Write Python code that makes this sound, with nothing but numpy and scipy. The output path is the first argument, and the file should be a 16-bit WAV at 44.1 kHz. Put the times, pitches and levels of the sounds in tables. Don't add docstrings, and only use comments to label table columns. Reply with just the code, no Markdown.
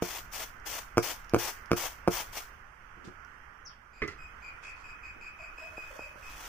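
import sys
import numpy as np
from scipy import signal
from scipy.fft import rfft, irfft
from scipy.io import wavfile
from scipy.ndimage import uniform_filter1d

SR = 44100
rng = np.random.default_rng(int(sys.argv[2]) if len(sys.argv) > 2 else 0)


def generate_wav(signal):
    frames = np.transpose(np.atleast_2d(signal))
    scaled = np.clip(frames, -1, 1) * 32767
    pcm = np.round(scaled).astype(np.int16)
    wavfile.write(sys.argv[1], SR, pcm)


def gain_from_db(level_db):
    decades = np.asarray(level_db, float) / 20
    return 10 ** decades


N = 285768

RIGHT_LAG = 4


def evened(x):
    return x / np.sqrt(np.mean(x ** 2) + 1e-20)


def read_curve(points, hz):
    point_hz, value = np.transpose(points)
    return np.interp(np.log(hz + 1), np.log(point_hz + 1), value)


def mix_in(mix, s, sound):
    part = mix[..., round(s * SR):][..., :sound.shape[-1]]
    part += sound[..., :part.shape[-1]]


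def coloured(x, curve_db):
    log_gain = np.log(gain_from_db(np.r_[curve_db, curve_db[-2:0:-1]]))
    taps = np.fft.ifft(np.exp(np.conj(signal.hilbert(log_gain)))).real
    return signal.oaconvolve(x, taps / np.linalg.norm(taps))[:len(x)]


def ring(modes, force, detune=0.022):
    t = np.arange(SR // 4) / SR
    body = np.zeros(len(t))
    for hz, db, t60 in modes:
        pitch = hz * (1 + detune * rng.standard_normal())
        body += gain_from_db(db - 60 * t / t60) * np.sin(2 * np.pi * pitch * t)
    return signal.fftconvolve(force, body)


def showers(t):
    # time in seconds, flow in dB.
    pour = [
        (5.3, -87),
        (5.549, -79),
        (5.59, -70.5),
        (5.72, -71.5),
        (5.93, -65),
        (6.15, -73),
        (6.301, -61),
        (6.44, -55.5),
        (6.48, -53),
    ]
    # landing in seconds, swell before it in seconds,
    # shower length in seconds, first level in dB, last level in dB.
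    falls = [
        (0.026, 0.013, 0.16, -48, -47),
        (0.341, 0.03, 0.096, -45.5, -47.5),
        (0.668, 0.017, 0.12, -45, -46),
        (1.035, 0.017, 0.084, -39.5, -44),
        (1.398, 0.025, 0.1, -40, -43.5),
        (1.775, 0.022, 0.095, -41.5, -43),
        (2.121, 0.023, 0.092, -41, -43.5),
        (2.332, 0.013, 0.051, -52, -43),
    ]
    s, db = np.transpose(pour)
    rattle = gain_from_db(np.interp(t, s, db, left=-150))
    drum = gain_from_db(6) * rattle
    for lands, front_s, length_s, first_db, last_db in falls:
        u = np.clip((t - lands) / length_s, 0, 1)
        after = np.maximum(t - lands - length_s, 0)
        front_db = 29 * (np.maximum(lands - t, 0) / front_s) ** 1.7
        held_db = first_db + (last_db - first_db) * u - np.sin(np.pi * u)
        fall = gain_from_db(held_db - front_db - 690 * after)
        roll = gain_from_db(last_db - 9.5 - 167 * after) * (u == 1)
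        rattle = rattle + np.maximum(fall, roll)
        drum_db = 2.5 + (6 - 2.5) * u
        drum = drum + np.maximum(gain_from_db(drum_db) * fall, gain_from_db(5) * roll)
    return rattle, drum / rattle


def grain(most_per_s=16000, full_db=-46, spread_db=2.5, alike=0.82):
    # frequency in Hz, level in dB.
    rattle_tone = [(1500, -66), (3000, -25), (4200, 3.5), (5800, 8), (7500, -0.5), (10000, -7),
                   (13000, -4.5), (15200, -2), (16500, -26)]
    # frequency in Hz, level in dB.
    weave_tone = [(150, -20), (400, -8.5), (900, -1), (1500, -7), (2000, -4.5), (2700, -6.5), (3600, -7),
                  (5000, -21)]
    # frequency in Hz, left minus right in dB.
    port_tilt = [(1500, 4), (2500, 59), (4200, -5), (5800, 3), (8000, 1.5), (10000, 5.5), (12500, 0.5),
                 (14000, 14.5), (15200, 19.5)]
    t, hz = np.arange(N) / SR, np.fft.rfftfreq(2048, 1 / SR)
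    level, weave = showers(t)
    clumps = evened(uniform_filter1d(rng.standard_normal(N), size=250))
    level = level * gain_from_db(1.5 * clumps)
    chance = np.clip(most_per_s * np.clip(level / gain_from_db(full_db), .15, 1) / SR, 0, 1)
    size_db = spread_db * np.minimum(rng.exponential(1, (3, N)), 4)
    size = gain_from_db(size_db) * rng.choice([-1., 1.], (3, N))
    hits = level * evened(size) * (rng.random((3, N)) < chance) / np.sqrt(chance)
    drum = weave * (alike * hits[2] + np.sqrt(1 - alike ** 2) * hits[:2])
    tilt_db = read_curve(port_tilt, hz) / 2
    tone_db = read_curve(rattle_tone, hz)
    left = gain_from_db(7.5) * coloured(hits[0], tone_db + tilt_db)
    right = gain_from_db(-4.0) * coloured(hits[1], tone_db - tilt_db)
    rattle = np.array([left, right])
    dull = signal.sosfilt(signal.butter(2, 11000, fs=SR, output="sos"), rattle)
    rattle = np.where(t > 4, dull + 0.66 * (rattle - dull), rattle)
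    return rattle + [coloured(d, read_curve(weave_tone, hz)) for d in drum]


def rap(db, contact_ms, click_db, ring_db):
    # frequency in Hz, level in dB, time to fade by 60 dB in seconds.
    tray_modes = [(115.5, -2.5, 0.25), (195, 13, 0.088), (356.3, 13.5, 0.17), (465, 7.5, 0.1),
                  (712, 4, 0.19), (1290, 4.5, 0.1), (1600, -15, 0.029), (2214, -37, .025)]
    t = np.arange(600) / SR
    u = t / (contact_ms / 1000) - 1.2
    push = -u * np.exp(-(u / 0.63) ** 2)
    chatter = 0.05 * rng.standard_normal(600) * np.exp(-t / 0.0014)
    spring_back = np.exp(-((u - .2) / 0.2) ** 2)
    boom = -ring(tray_modes, spring_back + chatter, detune=0.013)
    sound = gain_from_db(ring_db) * boom / abs(boom).max()
    mix_in(sound, 0, push / abs(push).max())
    crack = np.sin(2 * np.pi * 1300 * t) + 0.43 * np.sin(2 * np.pi * 2200 * t)
    crack *= 2.08 * (t / 0.00036) * np.exp(-t / 0.00048)
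    nail = 1.5 * np.sin(2 * np.pi * 5000 * rng.uniform(.9, 1.15) * t) * (t / .00017) * np.exp(-t / .00017)
    nail += 0.28 * rng.standard_normal(600) * np.exp(-t / 0.0017)
    mix_in(sound, contact_ms / 1500, gain_from_db(click_db) * crack)
    mix_in(sound, contact_ms / 2000, gain_from_db(click_db) * nail)
    return gain_from_db(db) * sound


def stray(db, hz):
    t = np.arange(200) / SR
    tick = np.sin(2 * np.pi * hz * t) + 0.28 * rng.standard_normal(200)
    return gain_from_db(db - 60 * t / 0.0034) * tick


def knock(db, grind_s, treble_db):
    # frequency in Hz, level in dB, time to fade by 60 dB in seconds.
    pot_modes = [(141.5, -2, 0.16), (236, -15, 0.1), (327.6, -5.5, 0.11), (407, 2.5, 0.089),
                 (500, -23, 0.23), (1315, 5.5, 0.027), (2020, -2.5, 0.075), (2010, -3, 0.074),
                 (2500, -29, 0.043), (2710, -24, 0.12), (3250, -47, 0.065)]
    # frequency in Hz, level in dB.
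    wall_tone = [(100, 6.5), (450, 5.5), (800, -11), (1300, -6), (2000, 12), (3000, -15), (4000, -10),
                 (6000, -16), (8000, -28), (15000, -57)]
    t, hz = np.arange(4000) / SR, np.fft.rfftfreq(2048, 1 / SR)
    grit = rng.standard_normal((2, 4000)) * np.exp(-t / grind_s) * (1 - np.exp(-t / 0.00037))
    modes = [(f, d + treble_db * (f > 1000), t60) for f, d, t60 in pot_modes]
    clay = ring(modes, grit[0])
    clay /= abs(clay).max()
    thud = coloured(grit[1], read_curve(wall_tone, hz) + treble_db * (hz > 2500))
    mix_in(clay, 0, 0.52 * thud)
    return gain_from_db(db) * clay


def scuff(length_s, db, top_hz):
    t = np.arange(0, length_s, 1 / SR)
    uneven = gain_from_db(3.0 * rng.standard_normal(90).repeat(100)[:len(t)])
    slips = rng.standard_normal((2, 9000))[:, :len(t)] * uneven
    band = signal.butter(3, [120, top_hz], "bandpass", fs=SR, output="sos")
    dull = signal.sosfilt(band, slips)
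    return gain_from_db(db) * evened(dull) * signal.windows.tukey(len(t), .4) * np.exp(-.8 * t / length_s)


def echoes(x, decay):
    taps = np.zeros((2, SR // 2))
    at = np.arange(200, SR // 2 - 20, 20) + rng.integers(0, 20, (2, (SR // 2 - 201) // 20))
    np.put_along_axis(taps, at, rng.choice([-1., 1.], at.shape), 1)
    hz, t, z = signal.stft(taps, SR, nperseg=256)
    fade = gain_from_db(-60 * t / read_curve(decay, hz)[:, None])
    tail = signal.istft(z * fade, SR, nperseg=256)[1]
    return signal.fftconvolve(x * np.ones((2, 1)), tail / np.linalg.norm(tail[0]), axes=1)[:, :N]


def trill(db, top_hz, depth, slurs_per_s=58):
    t = np.arange(0, 0.1, 1 / SR)
    overtones_db = -20 - 0.62 * (db + 45.5)
    pace, flutter = evened(uniform_filter1d(rng.standard_normal((2, 9000)), size=300))[:, :len(t)]
    slip = np.sin(np.pi * np.cumsum(slurs_per_s * gain_from_db(2.29 * pace)) / SR) ** 4
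    turn = 2 * np.pi * np.cumsum(top_hz * (1 - depth * slip)) / SR
    voice = (1 - .9 * slip) ** 1.5 * np.sin(turn)
    overtones = np.sin(2 * turn) + 0.69 * np.sin(3 * turn) + 0.093 * np.sin(4 * turn) + 0.16 * np.sin(5 * turn)
    voice += gain_from_db(overtones_db + 2) * (1 - 0.66 * slip) * overtones
    return gain_from_db(db + 2.0 * flutter) * voice * signal.windows.tukey(len(t), .4)


def falling_chip():
    # time in seconds, pitch in Hz, level in dB.
    path = [(3.651, 6320, -49), (3.659, 5900, -46), (3.664, 5450, -38), (3.672, 4800, -48),
            (3.685, 4050, -68), (3.7, 3300, -61), (3.725, 2600, -68)]
    chip = np.zeros(N)
    s, hz, db = np.transpose(path)
    t = np.arange(s[0], s[-1], 1 / SR)
    turn = 2 * np.pi * np.cumsum(np.interp(t, s, hz)) / SR
    mix_in(chip, s[0], gain_from_db(np.interp(t, s, db)) * np.sin(turn))
    return chip


def coo(length_s, db, hz):
    t = np.arange(0, length_s, 1 / SR)
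    waver = 1.7 * np.sin(2 * np.pi * 23 * t)
    tone = np.sin(2 * np.pi * hz * (t - 0.02 * t ** 2 / length_s) + waver)
    return gain_from_db(db) * tone * np.hanning(len(t))


def birds():
    # start in seconds, level in dB, top pitch in Hz, depth of the down-slurs from 0 to 1.
    trills = [(3.92, -56.5, 2470, 0.3), (4.17, -50, 2527, .06), (4.406, -44.5, 2461, 0.21),
              (4.621, -43, 2555, 0.39), (4.827, -45, 2533, 0.12), (5.015, -44, 2530, 0.21),
              (5.198, -43.5, 2534, 0.16), (5.377, -43, 2530, 0.18), (5.567, -42, 2552, 0.08),
              (5.753, -42, 2526, 0.07), (5.973, -44.5, 2544, 0.11), (6.214, -47, 2572, 0.15)]
    # start in seconds, length in seconds, level in dB, pitch in Hz.
    coos = [
        (5.389, 0.029, -50.5, 696),
        (5.599, 0.051, -48.5, 691),
        (5.7, 0.068, -56.5, 630),
        (5.903, 0.021, -44, 565),
        (5.927, 0.17, -55.5, 598),
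        (6.073, 0.092, -57.5, 576),
    ]
    # frequency in Hz, time to fade by 60 dB in seconds.
    yard = [(500, 0.53), (2500, 0.39), (6000, 0.17)]
    out = np.zeros((2, N))
    for s, *row in trills:
        mix_in(out, s, trill(*row))
    chip = falling_chip()
    for s, *row in coos:
        mix_in(out, s, coo(*row))
    direct = gain_from_db(-3) * out + gain_from_db(-6) * chip
    blurred = echoes(gain_from_db(0.5) * out + gain_from_db(-1.5) * chip, yard)
    return gain_from_db([[2.5], [-1.5]]) * (direct + blurred)


def air():
    # frequency in Hz, level in dB per Hz.
    left_tone = [(25, -71), (45, -79.5), (100, -89.5), (250, -97.5), (1000, -101), (1500, -102.5),
                 (2200, -101), (2800, -109), (4000, -115), (6000, -108), (7500, -117), (11500, -122),
                 (15000, -119)]
    right_tone = [(25, -73.5), (45, -77), (100, -90.5), (250, -95), (600, -94), (1400, -79.5),
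                  (2000, -87.5), (3000, -98), (4000, -115), (5700, -112), (7500, -119), (11500, -123),
                  (15000, -121)]
    # frequency in Hz, likeness of left and right (1 is the same).
    likeness = [(60, 1), (150, 0.86), (300, 0.74), (700, 0.096), (15000, 0.013)]
    # time in seconds, loudness of the air in dB.
    swell = [(0.0, 0), (2.3, 1), (2.72, -2), (3.27, -0.6), (3.95, -5.5), (4.2, 0.65), (6.2, 0), (6.48, 1.5)]
    frames, hz = N // 256 + 5, np.fft.rfftfreq(1024, 1 / SR)
    a, b, c, d, patches = rng.standard_normal((frames, 513, 5)).T
    patches = evened(uniform_filter1d(uniform_filter1d(patches, 12, 0), 14, 1))
    at = np.arange(frames) * 256
    s, fan_db = np.transpose(swell)
    swell_db = np.interp(at / SR, s, fan_db)
    rumble_db = 0.94 * swell_db - 0.42 * (at - N / 2) / SR
    same = np.clip(read_curve(likeness, hz), -1, 1)[:, None]
    left = a + 1j * b
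    z = np.array([left, same * left + np.sqrt(1 - same ** 2) * (c + 1j * d)])
    colour_db = np.array([read_curve(left_tone, hz), read_curve(right_tone, hz)])[:, :, None]
    z *= gain_from_db(colour_db + patches + np.where(hz[:, None] > 300, swell_db, rumble_db))
    return gain_from_db(21.5) * signal.istft(z, nperseg=1024, noverlap=768)[1][:, :N]


def scene():
    # time in seconds, blow in dB, contact in ms, nail click in dB, ring in dB.
    raps = [(0.0225, -18.5, 1, -6.5, -7), (.027, -26, 0.91, -36.5, -31), (0.9721, -15.5, 0.85, -4.5, -4.5),
            (0.9802, -13, 0.94, 3, -6), (0.9894, -25, 1, -10, -34), (1.336, -15, 1.03, -6.5, -4.5),
            (1.345, -13, 0.83, -1, -5.5), (1.3614, -23, 0.86, -4, -8), (1.3633, -15, 1.18, -10, -20),
            (1.709, -31, 0.28, -29.5, 0), (1.7155, -13.5, 0.98, 0, -5), (1.7306, -25, 1.04, 2.5, -6),
            (1.732, -17, 1.38, -3.5, -39), (2.0762, -11, 0.75, -9, -28), (2.0815, -12, 1.02, -7.5, -7.5),
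            (2.97, -60, 1.45, -30, 12.5), (3.074, -40.5, 2.36, -39, 1), (5.585, -43.5, 0.57, -3, -32),
            (5.78, -33, 0.67, -26, -17), (5.993, -30, 0.61, -35, -34), (6.158, -47, 0.85, -25, -12)]
    # time in seconds, level in dB, pitch in Hz.
    strays = [(0.6, -49, 5630), (1.246, -45, 5840), (1.296, -33.5, 5460), (1.5874, -68.5, 5800),
              (1.612, -54, 4900), (1.6595, -41.5, 5450), (1.995, -57, 5750), (3.049, -55, 5800),
              (3.0744, -50, 5700), (3.249, -50, 5690), (4.078, -36.5, 6500), (4.081, -42, 5600)]
    # time in seconds, blow in dB, grind in seconds, treble in dB.
    knocks = [
        (4.0186, -22, 0.019, -1),
        (4.035, -39, 0.0085, 19),
        (4.078, -32.5, 0.014, 11.5),
        (4.109, -43, 0.032, 10),
    ]
    # start in seconds, length in seconds, level in dB, top frequency in Hz.
    scuffs = [
        (2.95, 0.2, -60, 450),
        (3.032, .1, -51, 410),
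        (3.039, 0.06, -55, 6100),
        (4.071, 0.063, -55, 6700),
        (4.617, 0.12, -54, 6650),
        (4.74, 0.19, -61, 6140),
        (5.147, 0.1, -58, 500),
    ]
    # frequency in Hz, time to fade by 60 dB in seconds.
    kitchen = [(200, 0.12), (1500, 0.12), (8000, 0.19)]
    tray, ticks, pot = np.zeros((3, N))
    drags = np.zeros((2, N))
    for s, *row in raps:
        mix_in(tray, s, rap(*row))
    for s, *row in strays:
        mix_in(ticks, s, stray(*row))
    for s, *row in knocks:
        mix_in(pot, s, knock(*row))
    for s, *row in scuffs:
        mix_in(drags, s, scuff(*row))
    blows = tray * gain_from_db([[-1.2], [1.1]]) + pot * gain_from_db([[-3], [2.5]])
    shaded = uniform_filter1d(blows[1], size=5)
    blows[1] = np.roll(shaded, shift=RIGHT_LAG)
    near = grain() + blows + drags + ticks * gain_from_db([[4], [-5]])
    calls, far = birds(), air()
    far[1] = np.roll(far[1], shift=RIGHT_LAG)
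    return near + gain_from_db(-7.0) * echoes(near, kitchen) + calls + far


def gate(x, quiet_db=-90):
    hz, t, z = signal.stft(x, SR, nperseg=1024, noverlap=768)
    power = (abs(z) ** 2).mean(0) + 1e-20
    patch = uniform_filter1d(uniform_filter1d(power, size=9, axis=0), size=7, axis=1)
    patch_db = 10 * np.log10(patch)
    masked_db = 10 * np.log10(uniform_filter1d(patch, size=81, axis=0)) - patch_db
    luck = rng.standard_normal(patch.shape)
    luck = evened(uniform_filter1d(uniform_filter1d(luck, size=5, axis=0), size=9, axis=1))
    quiet_treble = (hz > 6500)[:, None] * (patch_db < quiet_db)
    starved = luck + .13 * np.minimum(masked_db, 12) + 1.0 * quiet_treble
    shut = (starved > 1.75) & (hz > 3300)[:, None]
    return signal.istft(z * np.where(shut, .03, 1), SR, nperseg=1024, noverlap=768)[1][:, :N]


def roll_off(x):
    return signal.sosfilt(signal.butter(12, 16670, fs=SR, output="sos"), x)


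def record(dry):
    # frequency in Hz, level in dB.
    response = [(3300, 0), (3950, -4), (4500, 0), (15350, 0), (15750, -45)]
    hz = np.fft.rfftfreq(N, 1 / SR)
    heard = irfft(rfft(dry) * gain_from_db(read_curve(response, hz)), N)
    return roll_off(gate(heard))


dry = scene()
out = record(dry)
generate_wav(out)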